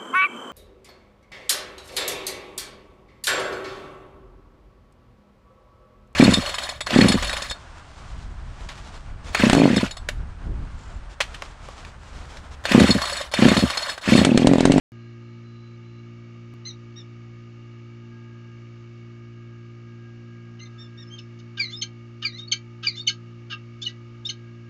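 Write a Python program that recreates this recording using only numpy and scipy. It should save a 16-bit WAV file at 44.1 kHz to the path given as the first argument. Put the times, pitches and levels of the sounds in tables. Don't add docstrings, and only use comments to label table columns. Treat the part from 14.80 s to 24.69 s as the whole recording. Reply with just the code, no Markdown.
import sys
import numpy as np
from scipy import signal
from scipy.fft import rfft, irfft
from scipy.io import wavfile

SR = 44100
rng = np.random.default_rng(int(sys.argv[2]) if len(sys.argv) > 2 else 0)


def persist_wave(psi):
    counts = np.round(np.clip(psi, -1, 1) * 32767).astype(np.int16)
    wavfile.write(sys.argv[1], SR, np.atleast_2d(counts).T)


def level_to_linear(level):
    exponent = np.asarray(level, float) / 20
    return 10 ** exponent


N = 436149
T = np.arange(N) / SR


def at_hz(points, hz):
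    points_hz, points_db = np.transpose(points)
    return np.interp(np.log(np.maximum(hz, 1)), np.log(points_hz), points_db)


def drift(rate_hz, size=N):
    r = np.exp(-2 * np.pi * rate_hz / SR)
    slow = signal.lfilter([1], [1, -2 * r, r * r], rng.standard_normal(size + SR))[SR:]
    return slow / np.sqrt(np.mean(slow ** 2))


# f/Hz, density/dB per Hz
CITY_SPECTRUM = [(15, -14), (30, -20.5), (60, -12), (90, -19), (200, -19), (350, -21.5), (460, -26.5),
                 (1000, -36), (1300, -31.5), (2300, -31), (3300, -37), (5000, -35.5), (7000, -39),
                 (8000, -33)]
# f/Hz, width/Hz, lift/dB
RECESS_LIFTS = [(1212, 92, 16), (1656, 24, 12.5), (1920, 40, 5), (2250, 80, 9), (2805, 250, 11.5),
                (3660, 230, 4.5), (4500, 160, 4.5)]
# t/s, length/s, level/dB
WHINE_SWELLS = [
    (.12, .2, -71),
    (3.297, 0.44, -70.5),
    (4.3, 0.51, -73.5),
    (5.1, 1.2, -67.5),
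    (9.5, .5, -71),
]


def city():
    hz = np.arange(N // 2 + 1) * SR / N
    lift = 0
    for mid_hz, width_hz, db in RECESS_LIFTS:
        lift = lift + (level_to_linear(db) ** 2 - 1) / (1 + (2 * (hz - mid_hz) / width_hz) ** 2)
    shape = level_to_linear(at_hz(CITY_SPECTRUM, hz)) * np.sqrt(1 + lift)
    reference = (hz > 3200) & (hz < 7000)
    shape /= np.sqrt(np.sum(shape[reference] ** 2) / len(hz))
    noise = irfft(rfft(rng.standard_normal(N)) * shape, N)

    whine_hz = 1632 + 1.2 * drift(4)
    whine = np.sin(2 * np.pi * np.cumsum(whine_hz) / SR) * level_to_linear(2.0 * drift(10))
    swell = level_to_linear(-86)
    fade_db_per_s = 60.5
    for s, length_s, db in WHINE_SWELLS:
        outside_s = np.maximum(0, np.maximum(s - T, T - s - length_s))
        swell = swell + level_to_linear(db - fade_db_per_s * outside_s)
    return level_to_linear(-69 + .5 * drift(0.5)) * noise + 2 * swell * whine


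# multiple, level/dB, flutter/dB
HUM_LINES = [(1, -72.5, -0.5), (2, -42.5, -0.27), (3, -61, -2.5), (4, -50.5, 1.06), (5, -64, 1.5),
             (6, -53, 0.57), (7, -74, 0.5), (8, -83, 2.5), (9, -73, 1.5), (10, -74, -0.4), (11, -78.5, 2),
             (12, -85.5, 2), (13, -83.5, 4), (14, -88, -2), (15, -78, 4), (18, -93.5, 3), (21, -65, 0),
             (22, -76, 5), (26, -82.5, 2), (29, -80, 2.5), (30, -80.5, 2.5), (38, -69, 1.5), (33, -78, 1.5),
             (37, -81, 1.5), (39, -72, 1.5), (47, -79, 1.5), (48, -77, 1.5), (49, -79, 1.5), (50, -78, 1.5)]


def hum():
    base_hz, trough_s = 58.392, 1.7398
    phase = 2 * np.pi * base_hz * (T - trough_s) + np.pi
    out = 0
    for k, db, flutter_db in HUM_LINES:
        above = round(k) - 2
        skew_rad = .91 * above - .28 * above ** 2
        level = level_to_linear(db + flutter_db * drift(3))
        out = out - np.sqrt(2) * level * np.cos(round(k) * phase + skew_rad)
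    return out


# f/Hz, level/dB, t60/s
RECESS_MODES = [(1320, -29, 0.47), (1613, -9, 0.12), (1814, -13, 0.069), (1968, -7.5, 0.23),
                (2140, -24.5, 0.08), (2317, -16, 0.18), (2650, -16, 0.16), (2943, -9.5, 0.051),
                (3130, -19.5, 0.14), (3765, -13, 0.11), (4607, -6, 0.036), (5400, -25.5, 0.17),
                (6270, -10, 0.075), (6550, -4, 0.042)]


def recess(x, ring_db):
    t = T[:SR // 2]
    rings = 0
    for hz, db, t60_s in RECESS_MODES:
        rings = rings + level_to_linear(db + ring_db - 60 * t / t60_s) * np.sin(2 * np.pi * hz * t)
    tail_db, tail_t60_s, tail_rise_s = -7, 0.12, 0.0011
    tail = rng.standard_normal(len(t)) * level_to_linear(-60 * t / tail_t60_s) * np.minimum(t / tail_rise_s, 1)
    echo = rings + level_to_linear(tail_db) * tail / np.sqrt(np.sum(tail ** 2))
    return x + signal.fftconvolve(x, echo)[:N]


# f/Hz, width/Hz, level beak open/dB, level beak nearly shut/dB
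THROAT_MODES = [(1256, 71, -7.5, 1), (1630, 66, -7, 1.5), (2223, 180, -7.5, -15.5), (2970, 255, 4, 0),
                (3704, 230, 2.5, -5.5), (4315, 350, 2, -7), (5320, 300, -3, -8.5), (6030, 230, -8, -16.5),
                (6520, 740, -8, -12.5)]


def throat(x, shut):
    out = 0.066 * x
    for k, (hz, width_hz, open_db, shut_db) in enumerate(THROAT_MODES):
        r = np.exp(-np.pi * width_hz / SR)
        poles = [1, -2 * r * np.cos(2 * np.pi * hz / SR), r * r]
        ring = signal.lfilter([1, 0, -1], poles, x + 1e-18)
        gain = level_to_linear(shut_db if shut else open_db) * (1 - r * r) / 2
        out = out + (-1) ** k * gain * ring
    return out


def pulses(pitch_hz, rough, tilt_db):
    size = len(pitch_hz)
    pitch_hz = pitch_hz * (1 + .1 * rough * drift(400, size=size))
    phase = 2 * np.pi * np.cumsum(pitch_hz) / SR
    stack = 0
    for k in range(1, 19):
        level = level_to_linear(tilt_db * np.log2(k * pitch_hz / 3000))
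        stack = stack + level * np.cos(k * phase) * (k * pitch_hz < 8000)
    puffs = rng.standard_normal(size) * (1 + np.cos(phase)) * np.std(stack)
    uneven = level_to_linear(5 * rough * drift(300, size=size))
    voice = stack * uneven + .6 * rough * puffs
    return voice / np.sqrt(np.mean(voice ** 2))


# t/s, level/dB, pulse rate/Hz, length/s, roughness/0-1
ONSETS = [
    (1.849, -52, 910, .012, 0.1),
    (5.79, -51, 940, 0.015, 0.3),
    (6.769, -36, 576, 0.029, 0.5),
    (7.419, -32, 600, 0.031, 0.56),
    (8.025, -33, 611, 0.046, 0.55),
    (8.696, -35, 455.6, 0.054, 0.42),
]
BREAKS = [
    (6.585, -56.5, 721, 0.026, 0.96),
    (6.902, -49.5, 772, 0.036, 0.3),
    (7.572, -51.5, 804, 0.047, 0.3),
    (8.151, -46.5, 798, 0.047, .7),
    (8.045, -43.5, 900, .02, .3),
    (9.014, -39, 800, 0.029, 0.3),
    (9.451, -47, 796, 0.023, 0.5),
]


def rasps():
    out = np.zeros(N)
    for rows, mouth_hz in [(ONSETS, 2570), (BREAKS, 4700)]:
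        mouth = signal.butter(2, [0.6 * mouth_hz, 1.53 * mouth_hz], "band", fs=SR, output="sos")
        for s, db, rate_hz, length_s, rough in rows:
            u = np.arange(int(length_s * SR)) / (length_s * SR)
            effort = np.minimum(u / 0.23, 1) * (1 - u) ** .5
            voice = pulses(rate_hz * (1.1 - .2 * u), rough, tilt_db=3.5)
            start = int(s * SR)
            out[start:start + len(u)] += level_to_linear(db + 9.5) * effort * signal.sosfilt(mouth, voice)
    return out


# t/s, level/dB, first hold f/Hz, second hold f/Hz, length/s
CHUP_EVENTS = [
    (6.38, -40.5, 3520, 2723, 0.023),
    (7.012, -25.5, 3147, 2128, 0.03),
    (7.713, -18, 3162, 2255, 0.027),
    (8.265, -18, 3074, 2208, .04),
    (9.046, -37, 2950, 1980, .064),
    (9.482, -29.5, 3133, 2070, 0.036),
]


def chups():
    out = np.zeros(N)
    for s, db, first_hz, second_hz, length_s in CHUP_EVENTS:
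        first_db = 210 * (length_s - 0.028)
        u = np.arange(int(length_s * SR)) / (length_s * SR)
        first = np.interp(u, [0, .08, .2, .38], [1.45, 1.2, 1.0, .97]) * first_hz
        second = np.interp(u, [.38, .64, .8, 1], [1.02, .98, .72, .5]) * second_hz
        effort_db = np.interp(u, [0, .05, .17, .26, .36, .41, .62, .72, 1],
                              [-35, -12, -10, first_db, first_db, 0, -3, -10, -20])
        rough = 0.18 + .5 * u ** 2
        voice = pulses(np.where(u < .38, first, second), rough, tilt_db=0)
        start = int(s * SR)
        out[start:start + len(u)] += level_to_linear(db) * level_to_linear(effort_db) * voice
    return out


def whistles(tables, wobble, flutter_db, edge_s, half_db, haze_db):
    out, breath = np.zeros(N), np.zeros(N)
    for rows in tables:
        s, pitch_hz, *levels_db = np.transpose(rows)
        span = slice(int(s[0] * SR), int(s[-1] * SR))
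        t = T[span]
        unsteady_hz = np.interp(t, s, pitch_hz) * (1 + wobble * drift(140, size=len(t)))
        phase = 2 * np.pi * np.cumsum(unsteady_hz) / SR
        edge = np.clip(np.minimum(t - s[0], s[-1] - t) / edge_s, 0, 1)
        uneven = 1 + level_to_linear(half_db + 3.1 * drift(40, size=len(t))) * np.cos(phase / 2)
        for k, db in enumerate(levels_db):
            gain = edge * level_to_linear(np.interp(t, s, db) + flutter_db * drift(95, size=len(t)))
            out[span] += np.sqrt(2) * gain * uneven * np.sin((k + 1) * phase)
            breath[span] += gain
    return out + level_to_linear(haze_db) * throat(breath * rng.standard_normal(N), shut=False)


def glides(rows, swell):
    u, swell_db = np.transpose(swell)
    out = []
    for s, length_s, db, from_hz, to_hz in rows:
        out.append(np.transpose([s + u * length_s, from_hz + u * (to_hz - from_hz), db + swell_db]))
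    return out


# t/s, length/s, level/dB, from f/Hz, to f/Hz
SQUEAL_BURSTS = [
    (.15, .2, -66, 4110, 4100),
    (.39, .21, -66.5, 4100, 4090),
    (.63, .34, -66, 4035, 4005),
    (1.01, .25, -69, 4015, 4025),
]
# share of length, level/dB
SQUEAL_ENVELOPE = [(0, -8), (.1, -3), (.7, 0), (1, -6)]


def squeals():
    return glides(SQUEAL_BURSTS, SQUEAL_ENVELOPE)


# t/s, length/s, level/dB, from f/Hz, to f/Hz
PIPE_LINES = [(6.955, 0.073, -39.5, 5030, 5340), (8.196, .045, -43, 4400, 4440),
              (8.699, .022, -34, 3000, 2860), (8.718, 0.042, -33, 2810, 2700),
              (9.464, 0.018, -34.5, 5400, 5290), (9.049, .017, -34, 4720, 3300),
              (9.068, .028, -47, 1970, 1900), (6.772, .03, -41, 1620, 1590), (8.708, .047, -42, 1620, 1615),
              (6.386, 0.018, -41, 5300, 5240), (7.425, 0.027, -44.5, 1800, 1700),
              (8.715, .025, -46, 5250, 5150), (8.703, .08, -46, 1235, 1225), (7.434, .04, -47, 1290, 1270),
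              (5.795, .018, -50, 2800, 2780), (6.27, .024, -48, 5150, 5400), (6.222, .025, -50, 5450, 5150),
              (6.773, .014, -40, 2880, 2820), (6.773, .013, -44, 3680, 3620), (7.422, .03, -38, 2950, 2750),
              (9.064, .02, -36, 2950, 2760), (5.795, .03, -53, 3800, 4000), (5.853, .016, -53, 3780, 3600),
              (6.185, .065, -57, 1850, 1820)]
# share of length, level/dB
PIPE_ENVELOPE = [(0, -13), (.35, 0), (.7, -2), (1, -13)]


def pipes():
    return glides(PIPE_LINES, PIPE_ENVELOPE)


# f/Hz, level/dB
WINDPIPE_COLOUR = [(1850, -19), (2050, -8), (2400, -0.5), (4600, 0), (5400, -6), (6300, -5.5), (7300, -12),
                   (8000, -45.5)]


def sung(s, pitch_hz, effort_db, partials_db):
    t = np.union1d(s, np.linspace(s[0], s[-1], num=12))
    pitch_hz, effort_db = np.interp(t, s, pitch_hz), np.interp(t, s, effort_db)
    columns = [t, pitch_hz]
    for k, db in enumerate(partials_db):
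        columns.append(effort_db + db + at_hz(WINDPIPE_COLOUR, (k + 1) * pitch_hz))
    return np.transpose(columns)


# t/s, length/s, level/dB, top f/Hz, final sag/Hz
CHIRP_EVENTS = [
    (1.85, 0.068, -31.5, 2070, 190),
    (2.158, .068, -44, 1890, 150),
    (5.793, 0.088, -50, 2090, 70),
    (5.977, .1, -49, 1820, 70),
    (6.171, .075, -49, 1865, 120),
    (6.298, .105, -51.5, 3170, 50),
]
# share of length, scoop/share of top, share of sag, effort/dB
CHIRP_COURSE = [(0, .94, 0, -22), (.08, .97, 0.0088, -6), (.3, 1.0, 0, 0), (.52, 1.0, .08, -2),
                (.62, 1.0, .55, -7), (.9, 1.0, .95, -9.5), (1, 1.0, 1, -21)]
CHIRP_PARTIALS = [6, 0, 3.5, -1.5]


def chirps():
    u, scoop, sag, effort_db = np.transpose(CHIRP_COURSE)
    soft_db = -50
    follows = np.array([.15, 1, .6, .4])
    out = []
    for s, length_s, db, top_hz, sag_hz in CHIRP_EVENTS:
        partials_db = CHIRP_PARTIALS + (db - soft_db) * follows
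        out.append(sung(s + u * length_s, scoop * top_hz - sag * sag_hz, soft_db + effort_db, partials_db))
    return out


# t/s, length/s, level/dB, share of length to loudest, f there/Hz
CLIMB_EVENTS = [
    (6.913, .066, -32.5, .55, 1813),
    (7.579, 0.091, -36.5, .17, 1840),
    (8.161, 0.078, -32, .3, 1798),
    (9.015, .037, -29, 0.42, 1792),
    (9.447, 0.032, -25, .45, 1845),
    (7.673, 0.024, -40, 0.48, 2220),
]


def climbs():
    out = []
    for s, length_s, db, peak, hz in CLIMB_EVENTS:
        t = length_s * np.array([0, .35 * peak, peak, .8, 1])
        ceiling_hz = hz * np.array([1, 1, 1, 1.03, 1.03])
        pitch_hz = np.minimum(hz + 270 * (t / length_s - peak), ceiling_hz)
        effort_db = db + np.array([-33, -9.5, 0, -12, -27])
        out.append(sung(s + t, pitch_hz, effort_db, [-25.5, 0, -18, -6.5]))
    return out


# t/s, level/dB, fall/s, lowest f/Hz, rise/s
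WAIL_EVENTS = [
    (6.792, -19.5, .082, 1930, .04),
    (7.445, -18.5, 0.07, 1830, 0.068),
    (8.064, -15, .062, 1847, .036),
]


def wails():
    top_hz, end_hz, attack_s = 2400, 2150, .008
    loss_db_per_hz, usual_hz_per_s = .06, 7500
    out = []
    for s, db, fall_s, low_hz, rise_s in WAIL_EVENTS:
        end_s = fall_s + rise_s
        t = np.array([0, attack_s, .55 * fall_s, .88 * fall_s, fall_s,
                      fall_s + .2 * rise_s, fall_s + .85 * rise_s, end_s])
        pitch_hz = np.interp(t, [attack_s, .8 * fall_s, fall_s, end_s],
                             [top_hz, 1.04 * low_hz, low_hz, end_hz])
        haste = (top_hz - low_hz) / fall_s / usual_hz_per_s
        loss_db = haste * loss_db_per_hz * (pitch_hz[:5] - top_hz)
        falling_db = db + (loss_db + [-28, 0, 1.5, 0, -3])
        rising_db = -41 + np.array([9 * (1 - haste ** 2) - 2.5, 0, -9])
        out.append(sung(s + t, pitch_hz, np.append(falling_db, rising_db), [-.8, 0, -15, -30]))
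    return out


def scene():
    lines = whistles(squeals() + pipes(), wobble=.003, flutter_db=2.6, edge_s=.004, half_db=-60, haze_db=-24)
    notes = whistles(chirps() + climbs() + wails(),
                     wobble=.004, flutter_db=2.7, edge_s=.002, half_db=-27, haze_db=-19.5)
    song = level_to_linear(-1.2) * (lines + notes)
    cries = level_to_linear(4) * (throat(chups(), shut=False) + throat(rasps(), shut=True))
    return (recess(song, ring_db=-46) + recess(cries, ring_db=-30.5) + hum() + city())[None]


def roll_off(x):
    return signal.sosfilt(signal.butter(12, 16000, fs=SR, output="sos"), x)


def record(dry):
    cutoff_hz, ceiling = 7230, 2.8
    start_s, drop_s, drop_len_s = .1197, 1.7393, .0013
    x = signal.sosfilt(signal.cheby2(10, 60, cutoff_hz * 1.191, fs=SR, output="sos"), dry)
    x = ceiling * np.tanh(x / ceiling)
    late = np.arange(N) - round(drop_len_s * SR) * (T < drop_s)
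    x = x[:, np.maximum(late, 0)] * (T > start_s)
    return roll_off(x)


dry = scene()
out = record(dry)
persist_wave(out)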